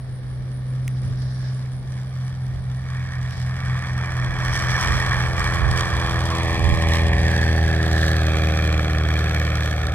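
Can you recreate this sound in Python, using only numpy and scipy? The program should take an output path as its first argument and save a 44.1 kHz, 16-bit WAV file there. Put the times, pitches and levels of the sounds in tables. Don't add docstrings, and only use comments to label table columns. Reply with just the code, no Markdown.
import sys
import numpy as np
from scipy import signal
from scipy.fft import rfft, irfft, next_fast_len
from scipy.io import wavfile
from scipy.ndimage import uniform_filter1d, map_coordinates

SR = 44100
rng = np.random.default_rng(int(sys.argv[2]) if len(sys.argv) > 2 else 0)


def unload_audio(sound):
    columns = np.transpose(np.atleast_2d(sound))
    steps = np.round(np.clip(columns, -1, 1) * 32767)
    wavfile.write(sys.argv[1], SR, steps.astype(np.int16))


N = 438354
TIME = np.arange(N) / SR


# f/Hz, level/dB
FIELD_SPECTRUM = [(100, -6), (300, -12), (500, -4.5), (950, -8.5), (1150, -13.5), (1800, -8.5),
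                  (2600, -22.5), (3600, -16.5), (5500, -19), (6600, -39.5), (8500, -30), (9500, -23),
                  (11000, -39), (16000, -37)]
FAR_SPECTRUM = [(140, -14), (190, -4.5), (235, -2), (285, -11), (600, -14), (900, -35)]
# t/s, f/Hz
CRANK_SPEED = [(0.0, 42.47), (2.0, 42.86), (3.0, 42.79), (4.5, 42.46), (5.0, 42.31), (6.0, 41.8),
               (7.0, 40.66), (8.5, 39.18), (9.0, 38.74), (9.94, 38.11)]
# t/s, level/dB
DRONE_LEVEL = [(0.0, -30.5), (1.0, -23.5), (1.7, -27), (4.7, -26), (6.7, -29.5), (7.3, -23), (8.6, -29.5),
               (9.2, -26.5), (9.94, -29)]
# harmonic of the engine cycle, level/dB
EXHAUST_ORDERS = [(3, -24), (5, -12), (6, 10.5), (9, -12.5), (12, -25.5), (15, -40)]
NEAR_ORDERS = [(2, -22), (3, -10.5), (5, -38), (9, -13), (15, -26)]
# phase/cycles, level ahead/dB, level behind/dB
PUFFS = [(.985, 0, 4.5), (.2, 2, 2), (.46, 0, -.5), (.7, .5, 2.5)]
CRACKS = [(.0, 8, 1.5), (.19, 0, -5.5), (0.388, 1, -5), (.675, 5.5, 6)]
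# f/Hz, level/dB
RASP_AHEAD = [(500, -15), (850, -5), (1150, 8), (1450, -1.5), (1650, 4), (1830, 2), (2060, -5), (2350, 0),
              (2620, -10), (2930, -18.5), (3350, 0.5), (3700, -16.5), (4400, -6)]
RASP_BEHIND = [(500, -23), (800, 7), (1150, 7.5), (1300, 2.5), (1470, -9), (1700, -1.5), (2080, -6.5),
               (2350, -2.5), (2650, -4.5), (2930, -24.5), (3300, 4.5), (3700, -24), (4400, -15)]
CRACKLE_AHEAD = [(2200, -25.5), (2950, 9.5), (3450, 6.5), (4200, 3), (4800, 6.5), (5450, 5.5), (5750, 5.5),
                 (6600, -2.5), (7700, 0.5), (8600, -3), (10000, -4.5), (11300, -19), (12200, -9),
                 (12900, -14), (14000, -21), (15500, -11)]
CRACKLE_BEHIND = [(2200, -25), (2950, 7), (3400, 8.5), (4300, 6.5), (5200, -0.5), (5700, 5.5), (6300, -1.5),
                  (8100, -5), (9000, -7.5), (10600, -16.5), (11500, -11), (12500, -11), (15500, -18.5)]
# t/s, f/Hz, added gain
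SNARL = [(0, 1820, 1.5), (1.05, 1820, 1.3), (1.4, 1650, 2.1), (1.8, 1800, 0.92), (2.4, 1850, 2.1),
         (3.2, 1844, 3), (6.3, 1810, 1.9), (7.05, 1820, 3.1), (7.4, 1750, 8.2), (8.05, 1690, 4.2),
         (8.35, 1710, 0.67), (9.94, 1750, 3.9)]
EDGE_AHEAD = [(0, 2130, 1.6), (5.5, 2250, 1.6), (6.2, 2340, 0.026), (6.65, 2350, 0.63), (7.2, 2210, 0.31)]
EDGE_BEHIND = [(7.001, 2770, 0), (7.25, 2680, 2), (7.65, 2610, 1.5), (8.1, 2560, 0), (8.3, 2430, 2.5),
               (9.0, 2310, 2.5), (9.94, 2260, 4.5)]
# t/s, f/Hz, added gain
OVERTONE_AHEAD = [(3.3, 5800, .2), (4.4, 5750, .7), (4.75, 5700, 1.4), (5.1, 5700, .4), (6.3, 5600, 0)]
OVERTONE_BEHIND = [(6.9, 4650, 0), (7.4, 4480, 1.0), (8.05, 4260, 1.3), (8.6, 4200, 0)]
# t/s, rasp level/dB, crackle level/dB
BLAST_LEVELS = [(0.0, -57.5, -70), (1.2, -52, -59.5), (2.6, -51.5, -60.5), (3.7, -35.5, -52),
                (4.33, -33.5, -50), (4.55, -26.5, -41.5), (5.8, -28, -43), (6.6, -30, -44), (8.8, -31, -43),
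                (9.5, -33, -45.5), (9.94, -35.5, -46.5)]
# t/s, half length/s, rasp gain/dB, crackle gain/dB
SURGES = [(0.106, 0.046, 5.5, 8), (1.42, 0.12, 3, 1), (2.962, 0.12, 4.5, 0.5), (3.145, 0.059, 4, 1),
          (3.393, 0.095, -3, 3), (3.93, 0.025, -5, 0), (4.566, 0.087, -2, 4), (4.81, 0.12, 2, 5),
          (4.97, 0.019, -0.5, 3.5), (5.135, 0.029, 3, 0.5), (5.317, 0.065, -5, -3.5),
          (5.466, 0.11, 1.5, 1.5), (5.626, 0.033, -0.5, -4.5), (5.788, 0.04, 1.5, 5), (6.26, 0.016, -2, 5),
          (6.946, 0.046, 4.5, 6), (7.13, 0.027, 2, -5), (7.378, 0.11, 3.5, 2.5), (7.77, 0.034, -1, -4),
          (8.01, 0.15, 3, 5), (9.028, 0.071, -1.5, -4.5), (9.665, 0.058, 0.5, 3)]
# t/s, level/dB
BREEZE_LEVEL = [(0, -37), (1.0, -37), (2.7, -40.5), (3.25, -35), (3.8, -38.5), (4.6, -26.5), (5.5, -25.5),
                (7.0, -29.5), (8.5, -36), (9.94, -39)]
# t/s, level/dB, left minus right/dB, gain of the bright flap
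GUSTS = [(1.1, -27.5, 1, .2), (1.85, -36, -5, .1), (2.57, -29.5, -5, 0.11), (3.7, -29.5, 5, .1),
         (4.3, -27, -2, .1), (4.92, -29.5, -16, 1.9), (5.66, -27.5, -23, 0.081), (6.68, -21.5, -18, 0.49)]
# f/Hz, level/dB
WIND_SPECTRUM = [(15, -25), (35, -5), (65, 6.5), (90, 1.5), (125, -2.5), (180, -12.5), (280, -24),
                 (600, -28.5), (2000, -82)]
CHORUS_SPECTRUM = [(8500, -22), (9100, -2), (9450, -3), (10100, -3), (10500, -36)]
RUSTLE_SPECTRUM = [(600, 8), (1000, -10), (1700, 6), (2700, -17), (3600, -3.5), (5500, 2), (6800, -18),
                   (9500, -20), (11500, -34)]
# t/s, level/dB
TICK = [(0.8793, -18)]
# t/s, half length/s, level/dB
RUSTLES = [(0.998, 0.18, -57), (1.396, 0.21, -47.5), (3.37, 0.071, -44)]
# harmonic of its pitch, level/dB
SECOND_ORDERS = [(1, 1), (2, -19)]
# t/s, level/dB
THROB_LEVEL = [(0, -62), (2.4, -40), (3.1, -38), (3.7, -33.5), (4.3, -34.5), (5.0, -35), (5.6, -28),
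               (6.1, -29.5), (6.85, -22), (7.9, -21), (9.0, -22), (9.94, -24)]
BUZZ_LEVEL = [(0, -81), (3.3, -66), (4.4, -46.5), (5.6, -43), (6.6, -36.5), (8.5, -36.5), (9.94, -46)]
WASH_LEVEL = [(0.0, -58.5), (3.05, -50), (4.81, -36), (7.36, -35), (9.77, -33.5), (9.94, -33)]
# harmonic of the blade rate, level/dB
THROB_ORDERS = [(1, 2), (2, -8)]
# harmonic of the blade rate, level/dB, lobe centre t/s, lobe gain/dB
BUZZ_ORDERS = [(3, -2.5, 7.25, 6), (4, 3, 8.97, 2.5), (5, 0.5, 7.8, 3), (6, -1.5, 5.6, 2.5),
               (7, -0.5, 7.06, 3), (8, -5, 7.1, -7), (9, -6.5, 8, 4), (10, -5, 6.9, 0.5),
               (13, -15, 6.6, 12.5), (14, -19, 6.6, -8)]
# f/Hz, level/dB
WASH_SPECTRUM = [(120, -12), (250, -5.5), (400, -0.5), (600, 7.5), (780, 10.5), (1000, 1), (1500, 2.5)]
# t/s, lag/ms, strength (0-1)
GROUND_ECHO = [(5.2, .11, .15), (5.95, .21, .35), (6.25, .28, .55), (6.45, .33, .85), (7.0, .35, .8),
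               (7.55, .42, .6), (7.9, .49, .6), (8.2, .53, .8), (9.94, .545, .8)]


def from_db(db):
    return 10 ** (np.asarray(db) / 20)


def rms_one(x):
    return x / np.sqrt(np.mean(x ** 2) + 1e-20)


def evened(x):
    return x / np.sqrt(uniform_filter1d(np.mean(x ** 2, axis=0), size=SR // 10) + 1e-12)


def in_time(rows):
    s, *columns = np.transpose(rows)
    return [np.interp(TIME, s, c) for c in columns]


def bump(at_s, half_length_s):
    return np.exp(-((TIME - at_s) / half_length_s) ** 2)


def changeover(at_s, over_s):
    return .5 + .5 * np.tanh((TIME - at_s) / over_s)


def swell(peak_db, at_s, width_s, steepness):
    return peak_db - steepness * 10 * np.log10(1 + ((TIME - at_s) / width_s) ** 2)


def drift(rate_hz):
    step, settle = 40, 2000
    r = np.exp(-2 * np.pi * step * rate_hz / SR)
    white = rng.standard_normal(N // step + settle + 2)
    slow = signal.lfilter([1], [1, -2 * r, r * r], white)[settle:]
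    return np.interp(np.arange(N) / step, np.arange(len(slow)), rms_one(slow))


def coloured(x, spectrum):
    size = next_fast_len(N)
    hz, db = np.transpose(spectrum)
    log_hz = np.log(np.fft.rfftfreq(size, 1 / SR) + 1)
    gain = from_db(np.interp(log_hz, np.log(hz), db, left=-np.inf, right=-np.inf))
    return rms_one(irfft(rfft(x, size) * gain, size)[..., :N])


def wide_white(side_db):
    return rms_one(rng.standard_normal(N) + from_db(side_db) * rng.standard_normal(N) * [[1], [-1]])


def wide_noise(spectrum, side_db):
    return coloured(wide_white(side_db), spectrum)


def delayed(x, lag_ms):
    return map_coordinates(x, [np.arange(N) - lag_ms * SR / 1000], order=3, mode="nearest")


def resonate(x, hz, width_hz):
    r = np.exp(-np.pi * width_hz / SR)
    poles = [1, -2 * r * np.cos(2 * np.pi * hz / SR), r * r]
    return signal.lfilter(np.array([1, 0, -1]) * (1 - r * r) / 2, poles, x + 1e-18)


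def sweep(x, curve, width_hz):
    hz, gain = in_time(curve)
    phasor = np.exp(2j * np.pi * np.cumsum(hz) / SR)
    r = np.exp(-np.pi * width_hz / SR)
    return 2 * gain * (phasor * signal.lfilter([1 - r], [1, -r], x / phasor)).real


def harmonics(turns, orders, waver_db):
    return sum(from_db(db + waver_db * drift(2.8)) * np.cos(2 * np.pi * round(k) * turns)
               for k, db in orders)


def open_field():
    return from_db(-51) * wide_noise(FIELD_SPECTRUM, side_db=0)


def far_rumble():
    level_db = swell(peak_db=-45.5, at_s=.74, width_s=1.67, steepness=1.9)
    return from_db(level_db) * wide_noise(FAR_SPECTRUM, side_db=-9)


def exhaust_drone(cycle, near_db):
    drone_db, = in_time(DRONE_LEVEL)
    drone = from_db(drone_db) * rms_one(harmonics(cycle, EXHAUST_ORDERS, waver_db=.9))
    return drone + from_db(near_db) * harmonics(cycle, NEAR_ORDERS, waver_db=3.5)


def firings(cycle, pattern, behind, width_cycles, uneven_db, flow_ahead, flow_behind):
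    envelope = flow_ahead + (flow_behind - flow_ahead) * behind
    for phase, ahead_db, behind_db in pattern:
        count = np.round(cycle - phase).astype(int)
        chance_db = uneven_db * rng.uniform(-1, 1, size=512)
        strength = from_db(ahead_db + (behind_db - ahead_db) * behind + chance_db[count])
        envelope = envelope + strength * np.exp(-.5 * ((cycle - phase - count) / width_cycles) ** 2)
    return evened(envelope[None])


def pipe_directivity(x, ahead_spectrum, behind_spectrum, behind):
    return (1 - behind) * coloured(x, ahead_spectrum) + behind * coloured(x, behind_spectrum)


def rasp(cycle, behind):
    pops = rms_one(sum(np.gradient(np.floor(cycle + .0015 * drift(25) - phase)) for phase, *_ in PUFFS))
    loose_cycle = cycle + .008 * drift(40)
    puffs = firings(loose_cycle, PUFFS, behind,
                    width_cycles=.045, uneven_db=2.2, flow_ahead=1.25, flow_behind=.4)
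    source = puffs * (wide_white(side_db=-35) + .17 * pops)
    gas = pipe_directivity(source, RASP_AHEAD, RASP_BEHIND, behind)
    snarl = sweep(gas, SNARL, width_hz=227)
    edge = sweep(gas, EDGE_AHEAD, width_hz=140) + sweep(gas, EDGE_BEHIND, width_hz=170)
    return evened(ground_reflection(gas + snarl + edge))


def crackle(cycle, behind):
    cracks = firings(cycle, CRACKS, behind,
                     width_cycles=.024, uneven_db=4, flow_ahead=1.1, flow_behind=.62)
    ragged = from_db((2.2 - 1.2 * behind) * drift(90) + 1.2 * drift(12))
    hiss = pipe_directivity(wide_white(side_db=-7), CRACKLE_AHEAD, CRACKLE_BEHIND, behind)
    hiss = hiss + sweep(hiss, OVERTONE_AHEAD, width_hz=600) + sweep(hiss, OVERTONE_BEHIND, width_hz=260)
    lag_ms = .87 + .05 * drift(1)
    hollow = hiss + .26 * np.array([delayed(side, lag_ms) for side in hiss])
    return cracks * evened(ragged * hollow)


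def exhaust_blasts(cycle, behind):
    rasp_db, crackle_db = in_time(BLAST_LEVELS)
    fading_db = (2 - 1.3 * changeover(at_s=3, over_s=.6)) * drift(5)
    rasp_surge_db, crackle_surge_db = sum(np.outer(db, bump(s, half)) for s, half, *db in SURGES)
    low = from_db(rasp_db + 1.1 + rasp_surge_db + fading_db) * rasp(cycle, behind)
    high = from_db(crackle_db + 5.5 + crackle_surge_db + fading_db) * crackle(cycle, behind)
    return low * from_db([[-1.3], [1.3]]) + high * from_db([[-.7], [.7]])


def breeze():
    level_db, = in_time(BREEZE_LEVEL)
    wind = from_db(level_db) * wide_noise(WIND_SPECTRUM, side_db=-6.5)
    buffet = wide_noise(WIND_SPECTRUM, side_db=-10)
    flap = from_db(-17) * rms_one(resonate(buffet, hz=232, width_hz=100))
    for s, db, pan_db, bright in GUSTS:
        gains = from_db(db + pan_db * np.array([[.5], [-.5]]))
        wind += gains * bump(s, half_length_s=.084) * (buffet + bright * flap)
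    return wind


def insects(centre_hz, half_width_hz, every_s, chirp_s):
    clock = TIME - every_s + .012 * drift(2)
    along = ((clock / every_s + .5) % 1 - .5) * every_s / chirp_s
    chirp = np.exp(-2 * along ** 2)
    level_db = swell(peak_db=-55, at_s=1.2, width_s=1.8, steepness=2.5) + 1.5 * drift(8)
    pitch_hz = centre_hz + 45 * drift(5.8) + 350 * along * chirp
    carrier = np.sin(2 * np.pi * np.cumsum(pitch_hz) / SR)
    lowpass = signal.butter(2, half_width_hz, fs=SR, output="sos")
    scrape = signal.sosfilt(lowpass, rng.standard_normal((2, N)))
    chorus_db = swell(peak_db=-65.5, at_s=.65, width_s=2, steepness=1.5)
    chorus = from_db(chorus_db) * wide_noise(CHORUS_SPECTRUM, side_db=4)
    return chorus + from_db(level_db) * chirp * rms_one(scrape * carrier)


def tick(band_hz, t60_s):
    snap, impulse = np.zeros(N), np.zeros(N)
    for s, db in TICK:
        decay = from_db(db - 60 * np.maximum(TIME - s, 0) / t60_s) * (TIME >= s)
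        snap += decay * rng.standard_normal(N)
        impulse[round(s * SR)] = from_db(db)
    knock = from_db(23) * resonate(impulse, hz=2110, width_hz=460)
    return knock + signal.sosfilt(signal.butter(1, band_hz, "band", fs=SR, output="sos"), snap)


def grass():
    envelope = sum(from_db(db) * bump(s, half) for s, half, db in RUSTLES)
    flutter = from_db(2.8 * drift(20))
    return envelope * flutter * wide_noise(RUSTLE_SPECTRUM, side_db=1)


def second_drone(cycle, beat_hz, in_step_s):
    turns = 6 * cycle - beat_hz * (TIME - in_step_s)
    level_db = swell(peak_db=-30, at_s=3.8, width_s=2.3, steepness=5.5)
    return from_db(level_db) * harmonics(turns, SECOND_ORDERS, waver_db=2)


def propeller(blade, throb_db):
    wash_db, = in_time(WASH_LEVEL)
    buzz_db, = in_time(BUZZ_LEVEL)
    beamed = [(k, db + lobe_db * bump(s, half_length_s=.62)) for k, db, s, lobe_db in BUZZ_ORDERS]
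    throb = from_db(throb_db + 2) * rms_one(harmonics(blade, THROB_ORDERS, waver_db=.9))
    buzz = from_db(buzz_db) * harmonics(blade + .0015 * drift(8), beamed, waver_db=1.3)
    swish = rms_one(1 + .038 * np.cos(2 * np.pi * blade))
    wash = evened(ground_reflection(wide_noise(WASH_SPECTRUM, side_db=-24)))
    return from_db(wash_db - .7) * swish * wash - throb - buzz


def ground_reflection(x, grass_cut_hz=2250):
    lag_ms, strength = in_time(GROUND_ECHO)
    dull = signal.sosfiltfilt(signal.butter(4, grass_cut_hz, fs=SR, output="sos"), x)
    echo = np.array([np.interp(TIME - lag_ms / 1000, TIME, side) for side in dull])
    return x + strength * echo


def aeroplane():
    turns = np.cumsum(in_time(CRANK_SPEED)[0]) / SR
    cycle = turns / 2
    blade = 2 * turns + .15
    throb_db, = in_time(THROB_LEVEL)
    behind = changeover(at_s=7.55, over_s=.88)
    drones = exhaust_drone(cycle, near_db=throb_db) + second_drone(cycle, beat_hz=4, in_step_s=3.72)
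    hum = drones + propeller(blade, throb_db)
    left, right = hum * from_db([[-.2], [.2]]) + exhaust_blasts(cycle, behind)
    return np.array([left, delayed(right, lag_ms=.093)])


def scene():
    field = open_field() + insects(centre_hz=9470, half_width_hz=180, every_s=.175, chirp_s=.09)
    plane = aeroplane() + far_rumble()
    return field + plane + breeze() + grass() + tick(band_hz=(3000, 7900), t60_s=.0047)


def record(dry):
    return signal.sosfilt(signal.ellip(10, .1, 80, 15900, fs=SR, output="sos"), dry)


dry = scene()
out = record(dry)
unload_audio(out)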